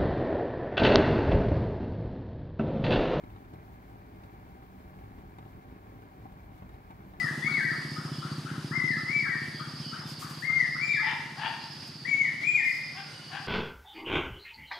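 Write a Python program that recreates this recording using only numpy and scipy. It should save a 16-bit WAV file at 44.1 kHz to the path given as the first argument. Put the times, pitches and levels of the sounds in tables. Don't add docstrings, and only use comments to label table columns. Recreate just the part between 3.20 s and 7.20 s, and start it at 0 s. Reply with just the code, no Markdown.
import sys
import numpy as np
from scipy import signal
from scipy.fft import rfft, irfft
from scipy.io import wavfile

SR = 44100
rng = np.random.default_rng(int(sys.argv[2]) if len(sys.argv) > 2 else 0)


def store_wav(level_fs):
    pcm = np.round(np.clip(np.atleast_2d(level_fs), -1, 1) * 32767)
    wavfile.write(sys.argv[1], SR, pcm.T.astype(np.int16))


N = 176400
T = np.arange(N) / SR
FFT_SIZE = 196608
HZ = np.maximum(np.arange(FFT_SIZE // 2 + 1) * SR / FFT_SIZE, 1)
SIDES = np.array([[1], [-1]])
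RIGHT_LAG_S = 0.00041


def undb(db):
    return 10 ** (np.asarray(db) / 20)


def level(x, db):
    return x * undb(db) / np.sqrt(np.mean(x ** 2))


def over_hz(points):
    hz, value = np.array(points).T
    return np.interp(np.log(HZ), np.log(hz), value)


def shape(x, response):
    return irfft(rfft(x, FFT_SIZE) * response)[..., :N]


def causal(db):
    cepstrum = irfft(np.log(undb(db)))
    cepstrum[1:FFT_SIZE // 2] *= 2
    cepstrum[FFT_SIZE // 2 + 1:] = 0
    return np.exp(rfft(cepstrum))


def split(hz):
    s = 1j * HZ / hz
    low = 1 / (s * s + np.sqrt(2) * s + 1)
    return low, low * s * s


def drift(per_s):
    return np.interp(T * per_s, np.arange(256), rng.standard_normal(256))


def firebox():
    # (f/Hz, level/dB)
    puff_colour = [(10, -46.5), (25, -9.5), (40, -6), (60, -1.5), (120, -7), (220, -10), (340, -9),
                   (500, -18), (640, -15.5), (1000, -13.5), (1250, -16.5), (1600, -17.5), (1950, -23.5),
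                   (2400, -27.5), (2900, -33), (4400, -38), (6000, -47.5), (10000, -48), (20000, -83)]
    # (f/Hz, width/Hz, lift/dB)
    resonances = [(51, 15, 3), (104.3, 14.8, 9.5), (143.6, 13, 6), (188.4, 16.6, 8.5), (254.4, 15.8, 6.5),
                  (286, 20, 0.5), (328, 6.9, 1), (371, 7.9, -0.5), (418, 33.5, 5.5), (602, 46, 4.5),
                  (745, 24, 7.5), (787.4, 37.4, 9.5), (928, 49, 4), (1694, 80, 1.5), (2128, 160, 6),
                  (2200, 82, -0.5), (2350, 100, 6), (4400, 260, 2)]
    lift_db = sum(db / (1 + (2 * (HZ - hz) / width) ** 2) for hz, width, db in resonances)
    ring = causal(over_hz(puff_colour) + lift_db)
    return [ring * band for band in split(hz=556)]


def room():
    # (f/Hz, share/0-1)
    wall_share = [(50, 0), (150, 0.05), (300, 0.04), (450, 0.1), (620, 0.5), (790, 0.12), (1000, 0.47),
                  (1400, 0.22), (1900, 0.62), (2300, 0.22), (3000, 0.86), (8000, 0.65)]
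    # (f/Hz, left minus right/dB)
    left_bias = [(50, 1), (200, -1.2), (400, 3), (550, -3), (850, 3.5), (1200, -0.5), (2300, 1.5),
                 (4000, 3.5)]
    share = over_hz(wall_share)
    balance = undb(SIDES * over_hz(left_bias) / 2)
    lag = np.exp(1j * np.pi * HZ * RIGHT_LAG_S * SIDES)
    return np.sqrt(1 - share) * lag * balance, np.sqrt(share) * balance


def puffs(spread_db, per_s=1500):
    chance, size, sign = rng.random((3, N))
    hit, out = chance < per_s / SR, np.zeros(N)
    size_db = spread_db * np.minimum(-np.log(1 - size[hit]), 5)
    out[hit] = undb(size_db) * np.sign(sign[hit] - .5)
    return out


def flames(low, high, direct, walls):
    # (t/s, relative level/dB)
    flutter_swell = [(0.0, -60), (0.04, -50.5), (0.59, -54), (0.65, -57), (0.67, -52.5), (1.2, -55),
                     (1.75, -51), (1.78, -47.5), (2.15, -52.5), (2.26, -57), (2.31, -60), (2.35, -45.5),
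                     (2.44, -68), (2.458, -51.5), (2.97, -60), (3.0, -52), (3.2, -52), (3.23, -49.5),
                     (4.0, -53.5)]
    # (t/s, relative level/dB)
    rumble_swell = [(0.0, -56.5), (0.03, -52.5), (0.32, -54.5), (0.33, -49), (0.44, -54.5), (1.25, -52),
                    (1.56, -56), (1.57, -53.5), (2.13, -54), (2.19, -52.5), (2.23, -55.5), (2.26, -57),
                    (2.28, -52.5), (2.41, -52.5), (2.47, -54.5), (2.57, -53), (2.61, -56.5), (2.65, -53),
                    (3.77, -55), (4.0, -52)]

    def stream(band, swell, spread_db, rms_db, follow=1):
        when, swell_db = np.array(swell).T
        source = puffs(spread_db)
        scattered = source.std() * rng.standard_normal((2, N))
        sound = shape(source, band * direct) + shape(scattered, band * walls)
        return level(sound * undb(follow * np.interp(T, when, swell_db)), rms_db)
    deep, upper = split(hz=129)
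    flutter = stream(low * deep, flutter_swell, spread_db=3.5, rms_db=-53.5)
    rumble = stream(low * upper, rumble_swell, spread_db=3.5, rms_db=-53.5)
    rush = stream(high, rumble_swell, spread_db=2.5, rms_db=-58.5, follow=0.33)
    return flutter + rumble + rush


def blower():
    # (f/Hz, left level/dB, right level/dB)
    tones = [(53.4, -65, -61), (105.44, -62.5, -64.5), (190.1, -66, -69), (1115, -75.5, -87.5),
             (1156, -77, -75.5)]
    out = np.zeros((2, N))
    fan_time = np.cumsum(1 + 0.0005 * drift(per_s=5.86)) / SR
    for hz, left_db, right_db in tones:
        phase = 2 * np.pi * (hz * (fan_time + SIDES * RIGHT_LAG_S / 2) + rng.random())
        waver = undb(2.9 * drift(per_s=9.2))
        out += np.sqrt(2) * undb([[left_db], [right_db]]) * np.sin(phase) * waver
    return out


def pops(low, high, direct, walls):
    # (t/s, relative thump level/dB, relative sputter level/dB, sputter tilt/dB per octave)
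    collapses = [(0.0369, 1.5, -2.5, 1), (0.073, -2, -10, -3), (.101, -13, -8.5, 2), (.147, -3.5, -17, 2),
                 (0.161, -3.5, -7, 1.5), (0.247, -12, -12, 3), (.337, 1.5, -9, 4), (0.957, -4.5, -9.5, 0.5),
                 (1.035, -1, -3, 0.5), (1.093, -6, -9, 0), (1.423, -8, -5, -1), (1.603, -3.5, -18, 5),
                 (1.787, -10, -10, 4), (1.81, -1.5, -14, 1), (1.837, -5, -11, 4.5), (1.9845, -1.5, -8, 1.5),
                 (2.185, -2, -1, 0), (2.226, -15, -6, -2), (2.2512, -1, -9, 2), (2.2603, -1.5, -9, -3),
                 (2.266, -4.5, -14, -5), (2.481, -0.5, -15, 3), (2.525, 0.5, -17, 2), (2.563, -2, -17, 4),
                 (2.723, -8, -22, 0), (2.821, -3, -10, 1), (3.054, -2.5, -4.5, -7), (3.120, -5, -10, 2),
                 (3.379, -25, -11, 3), (3.422, 1.5, -3, -2), (3.492, -14, -5, 1.5), (3.541, -3, -8.5, 2),
                 (3.7044, -3, -1.5, 1), (3.710, -15, -13, -1.5), (3.804, -7, -4.5, -3.5),
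                 (3.935, -10, -5, 0)]
    # (f/Hz, level/dB)
    sputter_colour = [(700, -1), (1350, 1.5), (1700, -4.5), (2200, -2), (2900, -1), (3600, 1), (4500, -3.5)]
    rise_s, decay_s, room_t60_s = 0.00096, 0.0032, 0.067
    thumps, sputters = np.zeros((2, N))
    age = T[:2048]
    fade = (1 - np.exp(-age / rise_s)) * np.exp(-age / decay_s)
    fade /= np.linalg.norm(fade)
    octaves = np.log2(np.clip(np.fft.rfftfreq(len(age), 1 / SR), 500, 5000) / 1200)
    for start, thump_db, sputter_db, tilt_db in collapses:
        i = int(start * SR)
        thumps[i] -= undb(thump_db)
        noise = irfft(rfft(rng.standard_normal(len(age))) * undb(tilt_db * octaves))
        sputters[i:i + len(age)] += (undb(sputter_db) * noise * fade)[:N - i]
    tail = rng.standard_normal((2, N)) * np.exp(-np.log(1000) * T / room_t60_s)
    echo = walls * rfft(tail / np.linalg.norm(tail, axis=1, keepdims=True), FFT_SIZE)
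    thump_band = split(hz=44.3)[1] * split(hz=596)[0]
    thump_ring = low * undb(-17.5) / np.abs(low).std() * thump_band
    sputter_ring = high * undb(-21) / np.sqrt(np.mean(np.abs(high) ** 2))
    sputter_ring *= causal(over_hz(sputter_colour))
    return (shape(thumps, thump_ring * (direct + 0.96 * echo))
            + shape(sputters, sputter_ring * (direct + echo)))


def ticks():
    # (t/s, level before filtering/dB, centre f/Hz)
    snaps = [(0.3367, -34.5, 2600), (1.038, -36, 2000), (2.185, -43, 5800), (2.822, -45, 5000),
             (2.886, -44, 4470), (3.38, -45, 5000), (3.492, -47, 4500), (3.709, -47, 3500)]
    decay_s, half_width_octaves = 0.00072, 1.06
    out = np.zeros((2, N))
    for start, db, hz in snaps:
        i = int(start * SR)
        snap = rng.standard_normal((2, N - i)) * np.exp(-T[:N - i] / decay_s)
        band_db = -12 - 3 * (np.log2(HZ / hz) / half_width_octaves) ** 2
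        colour = causal(np.maximum(band_db, -60))
        out[:, i:] += undb(db) * shape(snap, colour)[:, :N - i]
    return out


def clinks():
    # (t/s, level/dB)
    onsets = [(2.186, -60), (3.710, -52.5)]
    # (f/Hz, relative level/dB, t60/s)
    modes = [(777, 3.5, 0.11), (930, 1, 0.098), (1510, -19, 0.25), (2310, -6.5, 0.072)]
    out = np.zeros((2, N))
    age = np.maximum(T[:8192] - np.array([[0], [RIGHT_LAG_S]]), 0)
    for start, db in onsets:
        i = int(start * SR)
        for hz, mode_db, t60 in modes:
            ring = np.sin(2 * np.pi * hz * age) * np.exp(-np.log(1000) * age / t60)
            out[:, i:i + age.shape[1]] += undb(db + mode_db) * ring
    return out


def scene():
    responses = (*firebox(), *room())
    return flames(*responses) + blower() + pops(*responses) + ticks() + clinks()


def record(dry):
    # (f/Hz, relative level/dB)
    hiss_colour = [(100, 4), (3000, -1.5), (5000, -6.5), (7000, -10), (9000, -12.5), (11000, -9),
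                   (13000, -4.5), (15500, -1)]
    flicker_db, top_hz = 1.2, 15760
    hiss = level(shape(rng.standard_normal((2, N)), undb(over_hz(hiss_colour))), db=-67.5)
    hiss *= undb(SIDES + flicker_db * drift(per_s=30.06))
    top_cut = signal.ellip(14, .1, 70, top_hz, fs=SR, output="sos")
    return signal.sosfilt(top_cut, dry + hiss)


dry = scene()
out = record(dry)
store_wav(out)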